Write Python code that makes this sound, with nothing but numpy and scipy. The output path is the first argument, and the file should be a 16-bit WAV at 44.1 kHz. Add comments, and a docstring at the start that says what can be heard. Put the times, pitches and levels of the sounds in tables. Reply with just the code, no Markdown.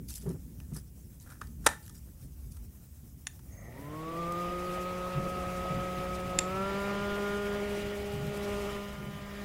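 """A quiet room with a small plastic hand fan close to a mono microphone. Hands rub it in strokes of noise, bump
the table with soft thumps and snap its handle open with sharp, ringing hits. A button click starts the motor,
which spins up as a stack of tones, brush buzz and air noise; a second click speeds it up. The fan is turned this
way and that, so its tones and air rush swell and fade. A low rumble and a faint hiss lie underneath."""
import sys
import numpy as np
from scipy import signal
from scipy.fft import rfft, irfft, next_fast_len
from scipy.io import wavfile
from scipy.ndimage import uniform_filter1d, map_coordinates

SR = 44100
rng = np.random.default_rng(int(sys.argv[2]) if len(sys.argv) > 2 else 0)


def to_wav(sig):
    """Store sig (one row per channel, or 1-D mono) as 16-bit WAV at the path in sys.argv[1].

    Samples outside -1..1 are clipped; the rate is SR.
    """
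    pcm = np.clip(np.atleast_2d(sig), -1, 1) * 32767
    pcm = np.round(pcm).astype(np.int16)
    wavfile.write(sys.argv[1], SR, pcm.T)  # frames by channels


def how_loud(loudness_db):
    """Turn decibels into a plain amplitude multiplier (0 dB gives 1, 20 dB gives 10)."""
    steps = np.asarray(loudness_db, float) / 20
    return 10 ** steps


N = 416304
T = np.arange(N) / SR  # time of each sample in seconds

# speed steps of the motor: start_s, pulse_rate_change_hz, time_constant_s
SPEED_STEPS = [(3.338, 181.7, .326), (6.44, 22.1, .235), (8.35, -1.7, .3)]
# how the fan is held: time_s, aim (0 facing, 1 side-on, 2 back to the microphone), overall_change_db,
# then changes to three multiples of the pulse rate: second_change_db, seventh_change_db, sixth_change_db
AIM = [(3.4, 0.47, 7, 1, 18, 2), (3.58, -0.42, -3, 14, 16, .1), (3.74, 1, -1, 2.5, 4, .1),
       (3.9, -0.27, -1.5, 7.5, 3, 4), (4.3, 0.02, 0.5, 3, 4, -2.5), (4.6, 0.53, 0.5, 5, 2, 1),
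       (5.0, 0.46, 0, -1, 0, 2.5), (5.4, 0.72, 1, -5, -0.5, 1), (5.8, 0.4, 0.5, -0.5, 0, -1),
       (6.3, 0.46, 0, -2, -2.5, -1), (6.6, -0.058, 1, 2, -1.5, -2), (6.9, 0.12, 2, -1, -6.5, 0.5),
       (7.3, 0.27, 1, 3, 0.5, 2), (7.6, 0.43, 0.5, 3.5, -7, 1), (7.85, 1.14, 1.5, 2.5, -6, -6),
       (8.06, 0.95, -2, 4, -11, -12), (8.25, 1.11, -1.5, 1.5, -4.5, -3), (8.5, 0.56, 1, 3, -9, 5.5),
       (8.75, 1.28, 1, 2, -6, 10), (9.0, 1.43, -3.5, -6.5, -1, 5.5), (9.44, 2.45, 1.5, 4, -5, -4)]
# strong multiples of the pulse rate, before the changes in AIM:
# multiple, low_speed_db, high_speed_db, side_on_change_db, from_behind_change_db
STRONG_TONES = [(1, -42.5, -39.5, -4, -6.5), (2, -46, -40, -1.5, -14.5), (3, -41, -43.5, -4, -13.5),
                (6, -52, -46.5, -17, -9.5), (7, -38, -41.5, -6.5, -19), (9, -58.5, -54, -9.5, -5.5),
                (14, -65, -61.5, 2.5, -8.5)]
# weaker multiples: multiple, multiple_it_follows, average_level_from_that_one_db
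WEAK_TONES = [(4, 3, -9.5), (5, 6, -1.5), (8, 9, -3.5), (11, 14, -5.5), (12, 14, -4.5), (13, 14, -3.5),
              (15, 14, -2), (16, 14, -8)]
# main air rush, its low part and its fizz, before the changes in AIM: low_speed_db, high_speed_db,
# side_on_change_db, from_behind_change_db, growth_db_per_octave_of_speed
RUSH, LOW_RUSH, FIZZ = (-52, -50, -1, -5, 36), (-44.5, -46, 0, -7.5, 20), (-59.5, -59.5, 3.5, -8, 24)
# colour of the blade and grille rush: frequency_hz, density_db_per_hz
AIR_COLOUR = [(120, -8), (200, -6.5), (236, -12), (305, -8.5), (380, -7), (424, -9), (558, -8.5),
              (1000, -15.5), (1250, -9.5), (1530, -17), (1870, -16.5), (2380, -14.5), (4430, -26.5),
              (14600, -41.5), (16000, -52)]
# colour of the airflow reaching the microphone: frequency_hz, density_db_per_hz
DRAUGHT_COLOUR = [(12, -30), (22, -4), (36, 7), (60, 5), (110, -48)]
# housing resonances, before the grip shifts them: frequency_hz, width_hz, strength_db
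HOUSING = [(600, 230, 1), (1250, 150, -8), (1890, 200, 0), (2350, 150, -4), (3030, 160, -8),
           (3480, 150, -6), (3720, 150, -8), (4160, 100, -15), (4700, 180, -11), (5320, 300, -14),
           (5800, 300, -17), (7450, 500, -20)]
# starting current shakes the housing: start_s, level_db, length_s
SURGE = [(3.47, -53, 0.57)]
# paper streamers flick the grille: start_s, level_db
STREAMER_FLICKS = [(4.321, -42), (8.372, -44)]
# finger strokes on plastic: start_s, skin_swish_db, hollow_scrape_db, length_s
FINGER_STROKES = [(0.079, -39, -67, 0.053), (0.148, -39.5, -69, 0.032), (0.194, -51.5, -70, 0.067),
                  (0.283, -54, -61, 0.052), (0.73, -48.5, -75, 0.041), (0.746, -48, -56, 0.045),
                  (1.196, -53.5, -85, 0.037), (1.262, -62, -53, 0.022), (1.285, -56.5, -53.5, 0.065),
                  (1.415, -61.5, -55, 0.038), (1.64, -52, -52, 0.026), (1.673, -52.5, -48.5, 0.07),
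                  (1.817, -52.5, -70, 0.083), (1.939, -53.5, -69, 0.047), (2.206, -56.5, -81, 0.046),
                  (2.503, -54.5, -80, 0.038)]
# colour of skin on plastic: frequency_hz, density_db_per_hz
SWISH_COLOUR = [(1180, -46), (2000, -15), (3140, -10), (4010, -7.5), (5030, -1.5), (6760, -3), (7510, 0),
                (11400, 0.5), (16000, -10.5)]
# knocks on the housing: start_s, blow_peak_db, treble_db, favoured_hz, favour_db, rattle_s
KNOCKS = [(0.105, -42, 21, 6500, 12, .007), (0.175, -45, 19, 10600, 8, .006),
          (0.2215, -44, 19, 7000, 11, 0.0067), (0.2925, -37, 25, 10000, 15, .003),
          (0.602, -40, 18, 2580, 18, 0.0034), (0.737, -49.5, 15, 5000, 4, .004),
          (1.2005, -44.5, 23, 6500, 25, .002), (1.302, -44, 2, 1380, 12, 0.011),
          (1.4145, -29.5, -8.5, 1400, 15, 0.0075), (1.471, -46.5, 13, 4500, 10, 0.0044),
          (1.665, -4, -2.5, 840, 1.5, 0.01), (1.689, -23.5, -6.5, 1790, 10.5, 0.0053),
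          (1.711, -35, -10.5, 800, 25, 0.016), (1.724, -38, -7, 1770, 24.5, .016),
          (1.879, -39.5, 16, 8800, -2, .003), (1.896, -38.5, 15, 1230, 9, .005),
          (2.568, -46, 16, 1240, 6, 0.0061), (3.392, -50, 7, 920, 15, 0.0087)]
# resonances of the struck housing: frequency_hz, width_hz, strength_db
STRUCK_HOUSING = [(447, 540, -4.5), (810, 620, -2), (1370, 325, 0), (1850, 300, -5), (2390, 250, -8.5),
                  (3500, 1100, -11.5), (5900, 1400, -9.5), (7350, 700, -8), (8850, 1000, -7),
                  (12000, 2500, -19)]
# what lingers after a hit, before the ring level is added: frequency_hz, level_db, time_to_fall_60_db_s
RING = [(505, -10, 0.15), (840, -6.5, 0.22), (960, -2.5, 0.14), (1244, -12, 0.17), (1783, -2, 0.22),
        (1960, -7.5, 0.21)]
# button presses: start_s, blow_peak_db, treble_db, favoured_hz, favour_db, rattle_s
BUTTON_PRESSES = [(3.2695, -18, 0, 1890, 1.3, 0.0073), (6.3885, -8, 0, 7500, 2.3, 0.0054)]
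# button resonances: frequency_hz, width_hz, first_press_db, second_press_db
BUTTON = [(1120, 720, -10.5, -25), (1890, 270, -4, -8), (2570, 260, -5.5, -5.5), (3660, 350, -6.5, -8.5),
          (5430, 1700, -11.5, -12), (6080, 302, -1.5, -21), (6820, 160, -2.5, -6), (7510, 260, -6, -2.5),
          (8400, 400, -12.5, -22), (9330, 300, -5.5, -19), (9770, 240, -4.5, -12.5), (11300, 650, -18, -19)]
# dull low thumps, probably hands on the table and handle: start_s, level_db, upper_body_change_db, length_s
THUMPS = [(0.228, -37.5, -14, 0.048), (0.253, -29, -10.5, 0.07), (0.296, -42, -2, 0.038),
          (0.34, -46.5, -1, 0.042), (0.712, -33.5, -16, 0.035), (0.76, -30, -15, 0.027),
          (5.124, -32.5, -23, 0.13), (5.7, -31, -16, 0.035), (8.118, -34, -17, 0.099),
          (8.218, -36, -18, 0.098), (8.956, -38.5, -8.5, 0.24)]
# thump resonances, two low and then two upper: frequency_hz, width_hz, strength_db
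THUMP_BODY = [(139.3, 31.5, 1.5), (206, 170, -7), (380, 65, 7.5), (880, 1050, -4.5)]
# how long the room's answer lasts: frequency_hz, time_to_fall_60_db_s
ROOM_DECAY = [(200, 0.25), (8000, 0.25), (14000, 0.24)]
# the low rumble over time: time_s, deep_db, upper_db
RUMBLE_LEVELS = [(0.0, -50, -42), (0.15, -45.5, -47.5), (1.21, -52, -53), (1.65, -43.5, -46.5),
                 (1.81, -54.5, -53), (2.65, -43.5, -52.5), (2.81, -55, -56), (3.5, -49.5, -53.5),
                 (3.92, -52.5, -50.5), (4.81, -55, -53.5), (5.57, -45.5, -46.5), (7.6, -49, -51),
                 (8.41, -46.5, -45), (9.44, -53.5, -54)]
# colours of the deep and upper rumble: frequency_hz, density_db_per_hz
DEEP_COLOUR, UPPER_COLOUR = [(18, -18), (38, -6), (54, 7.5), (70, 9.5), (110, -8), (140, -39), (240, -120)], [(53, -29), (90, -6.5), (129, -4.5), (237, -12.5), (298, -18),
                                           (520, -32.5), (680, -69), (1140, -120)]
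# room and microphone floor: frequency_hz, density_db_per_hz
HISS_COLOUR = [(250, -47), (420, -17), (536, -6.5), (578, -9.5), (821, -12), (941, -15), (1060, -15),
               (4380, -21), (5260, -14.5), (16000, -10)]


def fan():
    """A spinning motor drives tones, air noise and brush buzz, all changing with speed and aim."""
    aim, near_db, second_db, seventh_db, sixth_db = curves(AIM)
    rate_hz = pulse_rate()
    phase = 2 * np.pi * np.cumsum(rate_hz * (1 + 0.0014 * wobble(25))) / SR
    low_speed_hz, speed_up_hz = SPEED_STEPS[0][1], SPEED_STEPS[1][1]
    octaves_slow = np.log2(np.clip(rate_hz / low_speed_hz, 1e-3, 1))  # 0 at low speed, negative below
    fast = np.clip((rate_hz - low_speed_hz) / speed_up_hz, 0, 1)

    def level(low_db, high_db, side_db, back_db, growth_db):
        """Level in dB as the fan spins up, changes speed and turns."""
        speed_db = low_db + fast * (high_db - low_db) + growth_db * octaves_slow
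        return speed_db + np.interp(aim, (0, 1, 2), (0, side_db, back_db)) + near_db

    air_db = level(*RUSH)
    tones = motor_tones(phase, octaves_slow, level, {2: second_db, 6: sixth_db, 7: seventh_db})
    running = tones + air_rush(phase, air_db, level) + brush_buzz(phase, air_db) + starting_whine()
    fade_in = np.clip((T - AIM[0][0]) / 0.081, 0, 1)
    return fade_in * running + streamer_flicks()


def pulse_rate():
    """Each speed step bends the motor's pulse rate (Hz) quickly at first, then ever more slowly."""
    return sum(step_hz * (1 - np.exp(-np.maximum(T - s, 0) / lag)) for s, step_hz, lag in SPEED_STEPS)


def motor_tones(phase, octaves_slow, level, extra_db):
    """Sine tones sit at whole multiples of the motor's pulse rate."""
    levels = {}
    for k, *row in STRONG_TONES:
        growth_db = 13 + 14.5 * np.log2(k)  # per octave of speed; high tones grow more
        levels[k] = level(*row, growth_db) + extra_db.get(k, 0)
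    for k, leader, db in WEAK_TONES:
        levels[k] = levels[leader] + db + 2.8 * wobble(2.6)
    # turbulent inflow makes each tone waver in strength and phase on its own,
    # the high ones most; the phase wavers more while the motor is still slow
    looseness = 1 + 4 * octaves_slow ** 2
    tones = np.zeros(N)
    for k, db in levels.items():
        strength = np.sqrt(2) * how_loud(db + (0.62 + 0.1 * k) * wobble(22))
        waver = (0.18 + 0.046 * k) * looseness * wobble(30)
        tones += strength * np.sin(k * phase + waver + k * k)
    return tones


def air_rush(phase, air_db, level):
    """Blades and grille make patchy noise that throbs with the pulses; a draught rumbles at the microphone."""
    rush = how_loud(air_db) * noise(AIR_COLOUR, patchy_db=3.0, lo_hz=1540, hi_hz=7860)
    low_rush = how_loud(level(*LOW_RUSH)) * noise(AIR_COLOUR, patchy_db=2.5, hi_hz=1400)
    flicker_db = 2.2 * wobble(45)
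    fizz = how_loud(level(*FIZZ) + flicker_db) * noise(AIR_COLOUR, patchy_db=1.5, lo_hz=7340)
    draught = how_loud(air_db - 3.5 + 3.1 * wobble(4.5)) * noise(DRAUGHT_COLOUR)
    return (rush + low_rush + fizz) * (1 + 0.027 * np.cos(phase)) + draught


def brush_buzz(phase, air_db):
    """Brush noise pulses with the motor and sounds through the housing resonances."""
    brushes = rng.standard_normal(N) * np.exp(0.45 * np.cos(phase))

    def shifted(ratio):
        """Brush noise through resonances moved by one ratio."""
        return filtered(brushes, resonant([(hz * ratio, w, db) for hz, w, db in HOUSING]))

    # the grip on the housing shifts its resonances: a blend of a lower and a higher set
    grip = np.pi / 4 * (1 + np.tanh(wobble(1.5)))
    shift = 0.012  # share of the resonance frequency
    buzz = unit(np.cos(grip) * shifted(1 - shift) + np.sin(grip) * shifted(1 + shift))
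    # while still slow the motor draws most current and shakes only the lower housing resonances
    surge = strokes(SURGE) * unit(filtered(buzz, resonant(HOUSING[:4])))
    return how_loud(air_db + 1.5 + 1.3 * wobble(8.9)) * buzz + surge


def starting_whine():
    """A thin, unsteady whine sags in pitch as the motor starts."""
    start_s, level_db, length_s = 3.485, -56.5, 0.16
    start_hz, sag_hz_per_s = 6500, 800
    hz = start_hz - sag_hz_per_s * np.clip(T - start_s, 0, 1) + 70 * wobble(150)
    envelope = strokes([(start_s, level_db, length_s)]) * how_loud(4.5 * wobble(78))
    return envelope * np.sin(2 * np.pi * np.cumsum(hz) / SR)


def streamer_flicks():
    """Paper streamers flick the grille in very short bursts of bright noise."""
    return strokes([(s, db, 0.004) for s, db in STREAMER_FLICKS]) * noise(SWISH_COLOUR)


def hands():
    """Skin slips over plastic in grainy strokes, bright on the surface and hollow through the housing."""
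    swish = strokes([(s, db, length) for s, db, _, length in FINGER_STROKES])
    scrape = strokes([(s, db, length) for s, _, db, length in FINGER_STROKES])
    grains = rng.standard_normal(N) * how_loud(4 * wobble(250))
    hollow = filtered(filtered(grains, resonant(STRUCK_HOUSING)), resonant([(1450, 940, 0.1)]))
    skin = unit(noise(SWISH_COLOUR, patchy_db=3.0) * how_loud(3.7 * wobble(300)))
    skin = skin + how_loud(-9) * squeaks(count=3000)
    return swish * unit(skin) + scrape * unit(hollow)


def squeaks(count):
    """Brief slips of skin make pitched grains at random moments and pitches; together they have rms 1."""
    low_hz, high_hz, decay_s = 2400, 12000, 0.005
    when, pitch, size = rng.random((count, 3)).T[:, :, None]
    t = T[:SR // 30]
    hz = low_hz * (high_hz / low_hz) ** pitch
    envelope = (1 - np.exp(-t / 0.001)) * np.exp(-t / decay_s)
    grains = how_loud(10 * size + along(SWISH_COLOUR, hz)) * np.sin(2 * np.pi * hz * t) * envelope
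    at = (when * (N - len(t))).astype(int) + np.arange(len(t))
    return unit(np.bincount(at.ravel(), grains.ravel(), N))


def knocks():
    """Hard contacts set the plastic housing ringing."""
    return hits(KNOCKS, STRUCK_HOUSING, rattle_db=-18.5, ring_db=-26.5)


def button_clicks():
    """The button's small parts strike and rattle, with other resonance strengths in each press."""
    out = np.zeros(N)
    for k, press in enumerate(BUTTON_PRESSES):
        peaks = [(hz, w, db[k]) for hz, w, *db in BUTTON]
        out += hits([press], peaks, rattle_db=-27.5, ring_db=-47.0)
    return out


def hits(events, peaks, rattle_db, ring_db):
    """Each hit is a lead-in scrape, one sharp blow, a weaker rattle into the resonances, and a faint ring."""
    out, t = np.zeros(N + SR), np.arange(SR // 4) / SR
    lead = round(SR / 300)  # samples of scrape ahead of the blow
    for s, db, treble_db, hz, favour_db, rattle_s in events:
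        fall = np.exp(-0.9 * t / rattle_s - (t / (1.3 * rattle_s)) ** 5)
        rattle = how_loud(rattle_db + 5.1 * rng.standard_normal(len(t))) * rng.standard_normal(len(t)) * fall
        rattle[0] = -1  # the sharp blow itself
        scrape = how_loud(rattle_db - 12.0) * rng.standard_normal(lead)
        contacts = np.append(scrape, rattle[:-lead])
        favour = resonant([(hz, 0.15 * hz, favour_db)])

        def tilt(f):
            """Where the blow lands tips the treble and favours one region."""
            treble = (1 + how_loud(treble_db) * 1j * f / 3000) / (1 + 1j * f / 3000)
            return treble * (1.5 + favour(f))

        blow = filtered(filtered(contacts, resonant(peaks)), tilt)
        ring = lingering_ring(t, ring_db) * (1 - np.exp(-t / 0.008))
        out[round(s * SR) - lead:][:len(t)] += how_loud(db) * (blow / np.abs(blow).max() + ring)
    return out[:N]


def lingering_ring(t, ring_db):
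    """Dying tones flutter in level and phase as loose parts keep touching."""
    ring = np.zeros(len(t))
    for hz, db, t60 in RING:
        strength = how_loud(db + ring_db + 4.3 * flutter(t) - 60 * t / t60)
        ring += strength * np.sin(2 * np.pi * hz * t + 0.55 * flutter(t) + 2 * np.pi * rng.random())
    return ring


def thumps():
    """Soft contacts shake a low body resonance, and more briefly its upper ones."""
    low = strokes([(s, db, length) for s, db, _, length in THUMPS])
    upper = strokes([(s, db + upper_db, 0.59 * length) for s, db, upper_db, length in THUMPS])

    def body(peaks):
        """Noise passed twice through the resonances, rms 1."""
        return unit(filtered(filtered(rng.standard_normal(N), resonant(peaks)), resonant(peaks)))

    return low * body(THUMP_BODY[:2]) + upper * body(THUMP_BODY[2:])


def room(x):
    """The room answers after a short delay, and each frequency of the answer dies at its own speed."""
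    hz, t, z = signal.stft(rng.standard_normal(SR // 2), SR, nperseg=256)
    fall = how_loud(-60 * t / along(ROOM_DECAY, hz)[:, None])
    tail = signal.istft(z * fall, SR, nperseg=256)[1]
    delayed = np.pad(x, (round(0.014 * SR), 0))
    return signal.fftconvolve(delayed, tail / np.linalg.norm(tail))[:N]


def rumble_and_hiss():
    """Low rumble in two layers of changing level lies over a slightly patchy hiss."""
    deep_db, upper_db = curves(RUMBLE_LEVELS)
    deep = how_loud(deep_db) * noise(DEEP_COLOUR)
    upper = how_loud(upper_db) * unit(noise(UPPER_COLOUR) * how_loud(2.6 * wobble(22)))
    hiss = how_loud(-60.5 + 1.3 * wobble(25)) * noise(HISS_COLOUR, patchy_db=1.8)
    return deep + upper + hiss


def strokes(rows):
    """Envelope of (start_s, level_db, length_s) events: a quick rise and a fall over the length."""
    out, t = np.zeros(N + SR), T[:SR]
    for s, db, length in rows:
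        rise = 1 - np.exp(-t / (0.32 * length))
        out[round(s * SR):][:len(t)] += how_loud(db) * rise * np.exp(-(t / length) ** 2)
    return out[:N]


def noise(spectrum, patchy_db=0., lo_hz=0, hi_hz=SR):
    """Coloured noise of rms 1, patchy over time and frequency, between soft band edges."""
    z = signal.stft(rng.standard_normal(N), nperseg=512)[2]
    field = uniform_filter1d(rng.standard_normal(z.shape), size=7, axis=0)
    field = uniform_filter1d(field, size=6, axis=1)
    patchy = signal.istft(z * how_loud(patchy_db * unit(field)), nperseg=512)[1][:N]

    def colour(hz):
        """Wanted spectrum times the soft band edges."""
        edges = np.sqrt(hz ** 4 / (hz ** 4 + lo_hz ** 4 + 1) / (1 + (hz / hi_hz) ** 4))
        return how_loud(along(spectrum, hz)) * edges

    return unit(filtered(patchy, colour))


def resonant(peaks):
    """Response of (frequency_hz, width_hz, strength_db) resonances, added with alternating sign."""
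    def response(f):
        """Sum of the resonances at frequency f."""
        total = 0
        for k, (hz, width, db) in enumerate(peaks):
            damping = 1j * f * width
            total = total + (-1) ** k * how_loud(db) * damping / (hz * hz - f * f + damping)
        return total
    return response


def filtered(x, response):
    """Multiplies the spectrum of x by a response of frequency."""
    m = next_fast_len(len(x) + 8192)
    return irfft(rfft(x, m) * response(np.fft.rfftfreq(m, 1 / SR)), m)[:len(x)]


def wobble(rate):
    """A smooth random curve with rate random points a second."""
    coarse = T[::32]
    points = rng.standard_normal(int(N * rate / SR) + 4)
    return np.interp(T, coarse, map_coordinates(points, [coarse * rate]))


def flutter(t):
    """A quick random curve over the short times t, 90 random points a second."""
    return np.interp(t, np.arange(30) / 90, rng.standard_normal(30))


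def curves(rows):
    """One value per sample for each column after the time."""
    s, *columns = np.transpose(rows)
    return [np.interp(T, s, column) for column in columns]


def along(points, hz):
    """Reads (frequency_hz, value) points on a log frequency axis."""
    f, v = np.transpose(points)
    return np.interp(np.log(hz + 1), np.log(f + 1), v)


def unit(x):
    """Scales x to rms 1."""
    return x / np.sqrt(np.mean(x ** 2) + 1e-20)


def scene():
    """All sources add up at one microphone; the knocks and clicks also excite the room."""
    sharp = knocks() + button_clicks()
    mix = fan() + hands() + sharp + thumps() + how_loud(-18.5) * room(sharp) + rumble_and_hiss()
    return np.tile(mix, (2, 1))  # two equal channels


def top_cut(x):
    """Nothing passes above the cut-off."""
    return signal.sosfilt(signal.butter(12, 16480, fs=SR, output="sos"), x)


def record(dry):
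    """The recorder keeps nothing above its band limit."""
    top_hz = 15800
    mix = np.array([filtered(x, lambda hz: hz < top_hz) for x in dry])
    return top_cut(mix)


dry = scene()
out = record(dry)
to_wav(out)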